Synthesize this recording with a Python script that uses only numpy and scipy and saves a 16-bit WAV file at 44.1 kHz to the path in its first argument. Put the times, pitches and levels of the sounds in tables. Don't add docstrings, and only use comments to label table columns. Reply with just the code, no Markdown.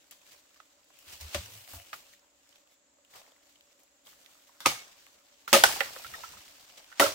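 import sys
import numpy as np
from scipy import signal
from scipy.io import wavfile
from scipy.ndimage import uniform_filter1d

SR = 44100
rng = np.random.default_rng(int(sys.argv[2]) if len(sys.argv) > 2 else 0)


def rack_gain(trim_db):
    fader = np.asarray(trim_db, float)
    return 10 ** (fader / 20)


def unload_wav(signal):
    wavfile.write(
        sys.argv[1],
        SR,
        np.round(np.clip(np.atleast_2d(signal).T, -1, 1) * 32767).astype(np.int16),
    )


N = 314874

# pitch_hz, likeness (0 to 1)
LIKENESS = [(60, 0.18), (250, 0.14), (600, 0.082), (1200, 0.046), (3000, 0.037), (12000, 0.034)]


def evened(x):
    return x / np.sqrt(np.mean(x ** 2) + 1e-20)


def head(x):
    middle = x[:, :350].mean(0)
    return x / np.sqrt(np.mean(middle ** 2))


def read(points, hz):
    f, value = np.transpose(points)
    return np.interp(np.log(hz + 1), np.log(f + 1), value)


def add(mix, s, sound):
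    part = mix[..., round(s * SR):][..., :sound.shape[-1]]
    part += sound[..., :part.shape[-1]]


def placed(sound, pan_db):
    return sound * rack_gain(np.array([[pan_db / 2], [-pan_db / 2]]))


def resonate(x, hz, width):
    r = np.exp(-np.pi * max(width, 10) / SR)
    return signal.lfilter([1 - r, 0, -(1 - r) * r], [1, -2 * r * np.cos(2 * np.pi * hz / SR), r * r], x)


def treble(x, hz):
    return signal.sosfilt(signal.butter(2, hz, "high", fs=SR, output="sos"), x)


def smooth_noise(samples):
    once = uniform_filter1d(rng.standard_normal(N), size=samples)
    return evened(uniform_filter1d(once, size=samples))


def swell(t, s, db, rise_s, fall_s):
    rise, fall = (s - t) / max(rise_s, .001), (t - s) / max(fall_s, .001)
    return rack_gain(db - 10 * np.where(t < s, rise, fall))


def tie(z, hz):
    same = np.clip(read(LIKENESS, hz), 0, 1)[:, None]
    return np.array([z[0], same * z[0] + np.sqrt(1 - same ** 2) * z[1]])


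def ports(pair, spectrum, patchy_db):
    hz, t, z = signal.stft(pair, SR, nperseg=512, noverlap=384)
    patches = rng.standard_normal((len(hz), len(t)))
    patches = uniform_filter1d(patches, size=6, axis=0)
    patches = evened(uniform_filter1d(patches, size=14, axis=1))
    colour = rack_gain(read(spectrum, hz)[:, None] + patchy_db * patches)
    sound = signal.istft(tie(z, hz) * colour, nperseg=512, noverlap=384)[1]
    return evened(sound[:, :N])


def crackle(per_s, spread_db, hiss, flicker_db):
    happens = rng.random(N) < per_s / SR
    size = rack_gain(spread_db * np.minimum(rng.exponential(1, N), 5)) * happens
    fizz = signal.oaconvolve(size, np.exp(-np.arange(600) / 90))[:N]
    gain = (evened(fizz) + hiss) * rack_gain(flicker_db * smooth_noise(700))
    return gain * rng.standard_normal((2, N))


def air():
    # pitch_hz, level_db (per Hz)
    air_colour = [(15, -47), (25, 3.5), (149, -22.5), (293, 1.5), (451, -15), (560, 4), (659, -12),
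                  (1610, -12.5), (7900, -14), (8200, -27), (16000, -30.5)]
    # pitch_hz, width_hz, level_db
    drone = [(60, 39.4, -90), (284.4, 46, -82.5), (571.6, 38, -79.5)]
    # low_hz, high_hz
    insect_band = (6500, 7950)
    air_db, insects_db = -72, -72.5
    noise = rng.standard_normal((2, N))
    hum = noise[0] + 0.5 * noise[::-1]
    waver = rack_gain(0.7 * smooth_noise(5000))
    bands = np.zeros((2, N))
    for hz, width, db in drone:
        bands += waver * rack_gain(db) * evened(resonate(resonate(hum, hz, width), hz, width))
    only_insects = signal.butter(8, insect_band, "band", fs=SR, output="sos")
    bands += rack_gain(insects_db) * evened(signal.sosfilt(only_insects, noise))
    return rack_gain(air_db) * ports(rng.standard_normal((2, N)), air_colour, 0.8) + bands


def leaves():
    # peak_s, level_db, rise_s and fall_s (per 10 dB), crisp_db (over body)
    stirs = [(0.0, -70, .1, 0.3, -6), (0.113, -54, 0.002, 0.035, -8), (0.275, -60.5, 0.03, 0.1, -6),
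             (0.325, -58.5, 0.06, 0.07, -5), (0.6, -67, 2.5, .5, -7.5), (0.98, -68.5, 0.2, 0.5, -12),
             (1.14, -49.5, 0.0959, 0.0643, -3), (1.212, -46.5, 0.008, 0.05, -2),
             (1.35, -44.5, 0.08, 0.1578, -6), (1.56, -56, 0.12, 0.15, 3), (1.71, -52, 0.035, 0.06, 3),
             (1.745, -51, 0.03, 0.05, -2), (1.9, -59, 0.12, 0.2, -4), (1.938, -52, 0.012, 0.06, 0),
             (2.14, -60.5, 0.5, 0.04, -6), (2.56, -65, 0.2, 0.08, -6.5), (2.72, -68, 0.04, 0.04, -3),
             (3.05, -68, -0.03, -0.1, -18), (3.51, -66, 0.14, 0.1, -6.5), (3.73, -67, 0.1, -0.06, -9),
             (3.8, -69, -0.37, 0.04, -5), (3.83, -72, 1, 0.6, -6), (3.91, -61, -1.05, -0.1, -9)]
    shakes = [(4.07, -57, 0.016, 0.1, -0.5), (4.2, -63, 0.089, 1, -4), (4.668, -27, 0.0078, 0.046, -10),
              (4.72, -46, 0.05, 0.1, -16), (4.81, -52, .04, 0.067, -20), (4.93, -61, .15, 0.39, -8),
              (5.35, -68.5, 0.28, 0.26, -17), (5.48, -46, 0.0026, 0.44, -5), (5.65, -28, 0.012, 0.058, -22),
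              (5.71, -38.5, .05, 0.14, -3.5), (5.81, -43.5, 0.09, 0.091, -10.5),
              (6.0, -50.5, 0.26, 0.39, -3), (6.048, -57, .02, .02, 0), (6.2, -51, 0.33, 0.43, -9.5),
              (6.6, -60, 0.011, 0.053, -2.5), (6.7, -57.5, .01, 0.047, -11), (6.77, -61, .3, 0.62, -8),
              (6.78, -53.5, 0.011, 0.04, -11.5), (7.04, -32, 0.03, 0.08, -19)]
    treads = [
        (3.16, -52.5, 0.038, 0.06, -5),
        (3.25, -64, 0.054, 0.12, -7),
    ]
    # pitch_hz, level_db
    leaf_colour = [(1200, -12), (2000, -6.5), (2900, -4), (4000, -5), (6000, -5.5), (8500, -11.5),
                   (10000, -27.5)]
    # pitch_hz, level_db
    crisp_colour = [(6000, -15.5), (8000, -4), (11000, -1), (13000, 0.5), (15800, 0.5)]
    # pitch_hz, level_db
    stalk_colour = [(120, -25.5), (250, -10.5), (600, 3.5), (1200, 1.5), (2000, -3.5), (3000, -23)]
    stalks_at_rest_db = -76.5
    t = np.arange(0, N + 32, 32) / SR
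    power = np.zeros((3, len(t)))
    power[2] = rack_gain(stalks_at_rest_db) ** 2
    for rows, stalk_db in ((stirs, -11), (shakes, -7), (treads, -4)):
        for *shape, crisp_db in rows:
            share = rack_gain(np.array([[0], [crisp_db], [stalk_db]]))
            power += (share * swell(t, *shape)) ** 2
    body, crisp, stalk = (np.interp(np.arange(N) / SR, t, np.sqrt(p)) for p in power)
    dry_leaves = crackle(per_s=400, spread_db=2.5, hiss=2.6, flicker_db=.9)
    stalks = crackle(per_s=290, spread_db=1.5, hiss=0.97, flicker_db=0.4)
    bed = body * ports(dry_leaves, leaf_colour, 1.4)
    bed += crisp * ports(dry_leaves, crisp_colour, 1.1)
    return bed + stalk * ports(stalks, stalk_colour, 2.5)


def scrape():
    # peak_s, level_db, rise_s and fall_s (per 10 dB)
    drags = [
        (.99, -72, 0.2, 0.4),
        (1.1, -64, 0.02, 0.2),
        (1.245, -66, -0.1, 0.13),
        (1.44, -61, -0.04, 0.21),
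        (1.64, -63.5, 0.18, 0.35),
        (1.73, -57, -0.07, 0.1),
    ]
    # pitch_hz, level_db
    skin_colour = [(1800, -32), (2400, 0), (2900, 6), (3300, -9), (4200, -30)]
    t = np.arange(N) / SR
    gain = np.sqrt(sum(swell(t, *row) ** 2 for row in drags))
    return gain * ports(crackle(per_s=310, spread_db=3.0, hiss=.8, flicker_db=-1.0), skin_colour, 1.0)


def boom(length_s, db, hz, chance):
    rumble_share, rumble_hz, rumble_width_hz = 0.15, 84, 50
    t = np.arange(round(length_s * SR)) / SR
    tone = np.sqrt(2) * np.sin(2 * np.pi * hz * t)
    rumble = resonate(chance, rumble_hz, rumble_width_hz)
    rumble = evened(resonate(rumble, rumble_hz, rumble_width_hz))
    two_rumbles = np.array([rumble[-len(t):], rumble[2000:][:len(t)]])
    return rack_gain(db + 0.5) * np.hanning(len(t)) * (tone + rumble_share * two_rumbles)


def booms(mix):
    # middle_s, length_s, level_db, pitch_hz
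    bumps = [(1.092, .06, -63, 80), (1.15, .09, -65, 76), (1.25, .12, -46, 75), (1.365, .05, -41, 87),
             (1.392, .055, -40, 80), (1.445, .06, -53, 100), (1.482, .04, -59, 98), (1.53, .06, -60, 103),
             (1.575, .09, -57, 107), (1.62, .06, -64, 105), (1.745, .04, -52, 84), (1.77, .05, -48, 77),
             (1.81, .06, -61, 90), (3.16, .08, -76, 140), (4.675, .05, -51, 120), (4.745, .07, -62, 120),
             (5.545, .06, -52, 75), (5.6, .08, -53, 110), (5.69, .1, -63, 105), (6.062, .04, -61, 72),
             (6.09, .06, -63, 125), (6.138, .07, -61, 73), (6.235, .07, -68, 88), (6.298, .04, -66, 80),
             (6.358, .045, -64, 82), (6.395, .035, -64, 90), (7.017, .035, -50, 95), (7.068, .04, -50, 101),
             (7.095, .035, -56, 100), (7.125, .04, -65, 92), (1.25, .12, -60, 45), (1.385, .08, -54, 48),
             (1.4, .1, -60, 175), (1.55, .1, -68, 170), (4.68, .08, -57, 60), (4.71, .06, -58, 150),
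             (5.55, .06, -33, 225), (6.12, .05, -68, 190), (6.37, .05, -68, 200), (7.03, .08, -55, 50)]
    for s, length_s, db, hz in bumps:
        add(mix, s - length_s / 2, boom(length_s, db, hz, rng.standard_normal(SR // 4)))


def strike(db, modes, top_db, top_hz, t60, chance, shared, crack):
    t = np.arange(len(chance)) / SR
    onset = 1 - np.exp(-(t / .0003) ** 2)
    tearing = onset * (rack_gain(-60 * t / max(t60, .005)) + crack * np.exp(-t / .001))
    tearing *= .5 + 1.3 * (chance[:, 2] > 1.9)
    own, common = chance[:, :2].T, chance[:, 3]
    fibres = tearing * (own + shared * common)
    low = tearing * (common + 0.5 * own)
    ring = np.zeros_like(low)
    broad = rack_gain(db + top_db) * head(treble(fibres, top_hz))
    for hz, width, mode_db in modes:
        source = low if hz < 900 else fibres
        sound = treble(resonate(source, hz, max(width, 60)), .4 * hz)
        is_ring = width < 700
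        if is_ring:
            sound = resonate(sound, hz, 1.5 * hz)
        add(ring if is_ring else broad, 0, rack_gain(db + mode_db) * head(sound))
    return ring, broad


def ticks(mix):
    # start_s, peak_db, pitch_hz, left_right_db
    snaps = [(0.2655, -50, 2650, 5), (0.5433, -55, 2150, 0.0), (0.952, -62, 2620, 2.0),
             (0.97, -54, 2630, -2), (1.025, -59, 2800, 2.0), (1.059, -59, 3040, 3.0), (1.088, -47, 3000, 7),
             (1.0974, -55, 2650, 3.5), (1.14, -52, 2490, 3.0), (1.2088, -40, 4720, 1.0),
             (1.5525, -51, 4830, 0), (1.6761, -42.5, 1880, 6), (1.7987, -44, 2290, 5),
             (2.1939, -55, 4960, -0.5), (2.491, -51.5, 5480, -3), (2.5578, -50, 2900, -1.0),
             (2.674, -55, 3060, -5), (2.9394, -70, 4610, -1.5), (3.1375, -46, 1780, 2),
             (3.2646, -52, 2040, 0.5), (3.3195, -53, 3000, 1.0), (3.363, -53.5, 1820, 2),
             (3.609, -52.5, 3070, 0.5), (3.711, -57, 2480, 2.0), (3.7916, -57, 2020, -4),
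             (3.879, -61, 1810, -0.5), (4.0524, -55, 3200, -1.5), (4.2472, -51.5, 3440, -2.5),
             (4.2607, -46.5, 3600, -7), (5.0658, -45.5, 2080, -2), (6.1365, -40, 1840, -5),
             (6.2358, -40, 1500, 0), (6.4073, -44.5, 1870, -0.5), (6.4797, -45, 2800, -3),
             (6.5962, -51, 3800, -2), (6.6942, -48.5, 2880, -1), (6.772, -48, 4020, -1.5),
             (6.844, -49, 2620, 0.5)]
    for s, db, hz, pan_db in snaps:
        chance = rng.standard_normal((1000, 4))
        modes = [(hz, max(0.36 * hz, 700), 0)]
        _, snap = strike(db - 14, modes, -7, 5100, .008, chance, shared=0.33, crack=1.4)
        add(mix, s, placed(snap, pan_db))


def add_strike(near, far, s, ring, broad, pan_db, scatter_db):
    crack_s = s + .0012
    add(near, crack_s, placed(ring + broad, pan_db))
    add(far, crack_s, placed(.5 * ring + broad, pan_db) * rack_gain(scatter_db))


def taps_and_knocks(near, far):
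    # start_s, peak_db, ring_hz, treble_db (over body), left_right_db
    taps = [(0.1088, -52, 2400, 19.5, 6), (0.214, -60, 2660, -6, -13), (0.559, -54.5, 1170, -13.5, -2.5),
            (0.842, -69, 564, 19, 5), (0.902, -54, 1000, -16, -5), (0.987, -56.5, 2870, 14.5, 11),
            (1.208, -52, 960, -3, 1.5), (1.239, -49, 2640, -2, 6), (1.551, -55.5, 689, -4.5, -13.5),
            (1.645, -52.5, 3000, -4, 17), (1.675, -52, 700, -8, 4), (1.763, -60, 660, 17, 0),
            (1.797, -48, 650, -11, -2), (2.134, -49, 1860, -2, 1), (2.525, -55, 2960, -23, -7),
            (2.556, -62.5, 583, -10, -8), (2.983, -60, 580, -19, -12), (3.047, -56.5, 3020, 4, 0),
            (3.214, -53, 2660, -14, 4), (3.318, -55.5, 560, -11, -6), (3.555, -53.5, 3000, -18, -1),
            (3.714, -61, 554, -13, -3), (3.794, -62.5, 514, 12, -2), (3.832, -58, 560, 12.5, -3)]
    knocks = [(4.068, -49, 3200, -25, -7), (4.128, -52.5, 1320, -11, -3), (4.26, -54, 1900, -31, -2),
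              (4.351, -57, 1250, -4, -7), (4.492, -51.5, 1000, -18, -3), (5.066, -54, 1120, -20, 3.5),
              (5.476, -28.5, 1320, -26, -2), (5.69, -28, 895, 0, -13), (5.728, -30, 1723, -16, -8),
              (5.759, -29, 800, -29, -6.5), (5.854, -38, 1950, -11, -3), (5.994, -42, 630, -8, -9),
              (6.334, -46, 901, -24.5, -10), (6.369, -46.5, 1250, -36, -11), (6.698, -49, 2850, -15, -4),
              (6.774, -47, 2960, -9.5, -2), (6.915, -45, 1407, -18.5, -6), (6.924, -40, 1450, -24, -3)]
    for rows, t60_s in ((taps, 0.031), (knocks, 0.051)):
        for s, db, hz, top_db, pan_db in rows:
            chance = rng.standard_normal((3000, 4))
            modes = [(hz, .12 * hz, 0), (1.2 * hz, .9 * hz, -4)]
            ring, broad = strike(db - 13.0, modes, top_db - 5.5, 4300, t60_s, chance, shared=0.27, crack=0.78)
            add_strike(near, far, s, ring, broad, pan_db, -7)


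def grove(x):
    # pitch_hz, t60_s (time to fall 60 dB)
    decay = [(200, 0.17), (530, 0.26), (1400, 0.24), (3700, 0.27), (9700, 0.32)]
    echoes = np.zeros((2, SR // 2))
    at = np.arange(120, SR // 2 - 20, 20) + rng.integers(0, 20, (2, (SR // 2 - 121) // 20))
    np.put_along_axis(echoes, at, rng.choice([-1., 1.], at.shape), 1)
    hz, t, z = signal.stft(echoes, SR, nperseg=256)
    dying = rack_gain(-60 * t / read(decay, hz)[:, None])
    tail = signal.istft(tie(z, hz) * dying, SR, nperseg=256)[1]
    return signal.fftconvolve(x, tail / np.linalg.norm(tail[0]), axes=1)[:, :N]


def rebound(length_s, db, hz, chance):
    left_lag_s, roughness = .00014, .22
    t = np.arange(round(length_s * SR)) / SR
    rough = evened(resonate(chance, hz, 150))[:, -len(t):]
    tone = np.sin(2 * np.pi * hz * (t - np.array([[left_lag_s], [0]])))
    shape = np.sin(np.pi * (t / length_s) ** 0.87) ** 2
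    return rack_gain(db) * shape * (tone + roughness * rough)


def rebounds(mix):
    # middle_s, length_s, peak_db, ring_hz
    rings = [(0.604, 0.0088, -43, 1270), (1.688, 0.017, -55, 686), (1.76, 0.019, -60, 676),
             (1.786, 0.026, -54, 680), (1.805, 0.023, -53.5, 684), (4.6632, 0.0049, -27, 2400),
             (4.664, .011, -17.5, 940), (4.667, .014, -31, 568), (4.659, .011, -25, 1250),
             (4.736, .03, -53, 886), (4.776, 0.046, -51, 1254), (4.788, 0.17, -49.5, 2200),
             (4.711, .025, -35, 2245), (5.534, .014, -15.5, 562), (5.548, 0.03, -16.5, 1250),
             (5.552, .012, -20, 830), (5.555, 0.024, -18.5, 559), (5.57, 0.02, -28, 1230),
             (5.574, 0.029, -26.5, 560), (5.641, .007, -7, 1490), (5.64, 0.0071, -11, 756),
             (5.65, .018, -25.5, 560), (5.655, .014, -24, 1450), (5.641, 0.038, -42, 300),
             (5.817, 0.027, -32, 796), (5.967, .014, -40.5, 560), (6.052, .012, -38, 1380),
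             (6.066, 0.011, -44, 1450), (6.147, .024, -45, 1320), (6.149, .022, -41.5, 1860),
             (6.244, 0.024, -38, 1320), (6.012, .03, -50, 2480), (6.285, .03, -53, 2800),
             (7.002, .01, -14.5, 1864), (7.02, .02, -31, 600), (7.036, .02, -29, 903),
             (7.008, 0.015, -20, 778), (7.027, .018, -16, 1368), (7.044, 0.034, -22, 562),
             (7.065, 0.016, -23.5, 1320), (7.066, 0.012, -37, 864), (7.083, .045, -35.5, 560),
             (7.121, .014, -44, 1320), (7.122, .014, -44, 560)]
    for s, length_s, db, hz in rings:
        ring = rebound(length_s, db, hz, rng.standard_normal((2, SR // 5)))
        add(mix, s - length_s / 2, placed(ring, -3.5))


def bites(mix):
    # start_s, peak_db, wall_ring_hz
    cracks = [
        (4.6594, -5, 2450),
        (4.6602, -5, 2350),
        (5.5292, -3, 2100),
        (5.536, -1, 2900),
        (5.6371, -8, 3900),
        (5.6382, -4, 2800),
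        (6.9973, -7, 2600),
        (6.9999, -8, 1900),
    ]
    t = np.arange(300) / SR
    for s, db, hz in cracks:
        push = rack_gain(db - 60 * t / .003) * np.sin(2 * np.pi * hz * t)
        add(mix, s, placed(treble(push, 500), -1.5))


def blows(near, far):
    # start_s, peak_db, treble_db (over body), splinter_t60_s, scatter_db
    hits = [(0.6, -38, -34, 0.015, -6), (1.344, -23, -19, 0.09, -8.5), (1.733, -36.5, -3, 0.029, 4.5),
            (1.929, -34.5, -33, 0.052, -11), (4.603, -35, -12, 0.026, 3), (4.6586, -9, -21, 0.053, -5),
            (5.528, -6, -11, 0.2, -3.5), (5.5352, -18.5, -14, 0.012, 4), (5.636, -4.5, -20, 0.039, -4.5),
            (5.804, -19.5, -10, 0.047, -4), (5.9605, -41.5, -20, 0.041, -6.5),
            (6.044, -42.5, -23, 0.067, -7), (6.1351, -36, -20, 0.059, -15),
            (6.234, -39.5, -27.5, 0.058, -1), (6.996, -9, -11, 0.2, -2.5)]
    # pitch_hz, width_hz, level_db
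    whole_stems = [
        [(1270, 120, -4), (1900, 120, -13), (2450, 200, -19), (780, 90, -13.5)],
        [(602, 55, -1), (250, 200, -8.5), (1250, 1200, -0.5), (2520, 1600, -5)],
        [(660, 140, -4.5), (1130, 140, -6.5), (267, 81, -12)],
        [(1250, 500, 6), (1740, 170, -5), (670, 33, -10), (2200, 920, -1.5)],
        [(450, 1200, -6), (1500, 900, -7.5), (3280, 1070, -5.5)],
        [(548, 71, -8.5), (271, 72, -11), (877, 110, -7), (1250, 150, -5), (2240, 347, -6.5), (2400, 4500, -2)],
        [(564, 84, -5.5), (247, 105, -15), (347, 100, -9), (825, 180, -7), (1250, 245, -13), (1900, 4250, 0)],
    ]
    # pitch_hz, width_hz, level_db
    split_stems = [
        [(600, 320, -14.5), (2530, 2000, -1.5)],
        [(523, 69, -11), (788, 83, -7.5), (1490, 620, -2.5), (2800, 5500, -1.5)],
        [(554, 32, -4.5), (810, 33, -7), (1450, 360, -1), (1824, 350, 1.5), (2480, 670, -10)],
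        [(560, 84, 0), (1170, 280, 6.5), (1900, 170, -32)],
        [(1420, 180, 3), (1900, 660, 3)],
        [(1860, 52, 0), (1320, 53, -9)],
        [(1270, 140, 0), (1000, 220, 1)],
        [(594, 73, -2.5), (323, 46, -16.5), (416, 49, -11), (875, 86, -6.5), (1120, 280, -6.5),
         (1326, 701, -5.5), (1900, 260, -15), (2400, 4600, -3)],
    ]
    # time_s, left_right_db
    place = [(0.6, -6), (1.3, 0.5), (4.6, 0.5), (5.6, 0.5), (5.95, -8), (6.15, -5.5), (6.95, -2)]
    for (s, db, top_db, t60_s, scatter_db), modes in zip(hits, whole_stems + split_stems):
        chance = rng.standard_normal((6000, 4))
        pan_db = np.interp(s, *np.transpose(place))
        ring, broad = strike(db - 9.5, modes, top_db - 0.5, 5500, t60_s, chance, shared=0.47, crack=0.79)
        add_strike(near, far, s, ring, broad, pan_db, scatter_db)


def scene():
    near, far = np.zeros((2, N)), np.zeros((2, N))
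    taps_and_knocks(near, far)
    blows(near, far)
    near, far = treble(near, 140), treble(far, 140)
    background = air() + leaves() + scrape() + grove(far)
    booms(near)
    ticks(near)
    rebounds(near)
    bites(near)
    return background + near


def band_limit(x):
    return signal.sosfilt(signal.butter(12, 17000, fs=SR, output="sos"), x)


def record(dry):
    top = signal.butter(4, 13000, "high", fs=SR, output="sos")
    lifted = dry + 0.23 * signal.sosfiltfilt(top, dry)
    side = (lifted[0] - lifted[1]) / 2
    bass_band = signal.butter(1, (40, 280), "band", fs=SR, output="sos")
    lifted = lifted - signal.sosfiltfilt(bass_band, side) * np.array([[1], [-1]])
    clipped = np.clip(lifted, -.95, .95)
    edge = signal.firwin(255, 15900, window=("kaiser", 7), fs=SR)
    finished = signal.oaconvolve(clipped, edge[None], "same")
    return band_limit(finished)


dry = scene()
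out = record(dry)
unload_wav(out)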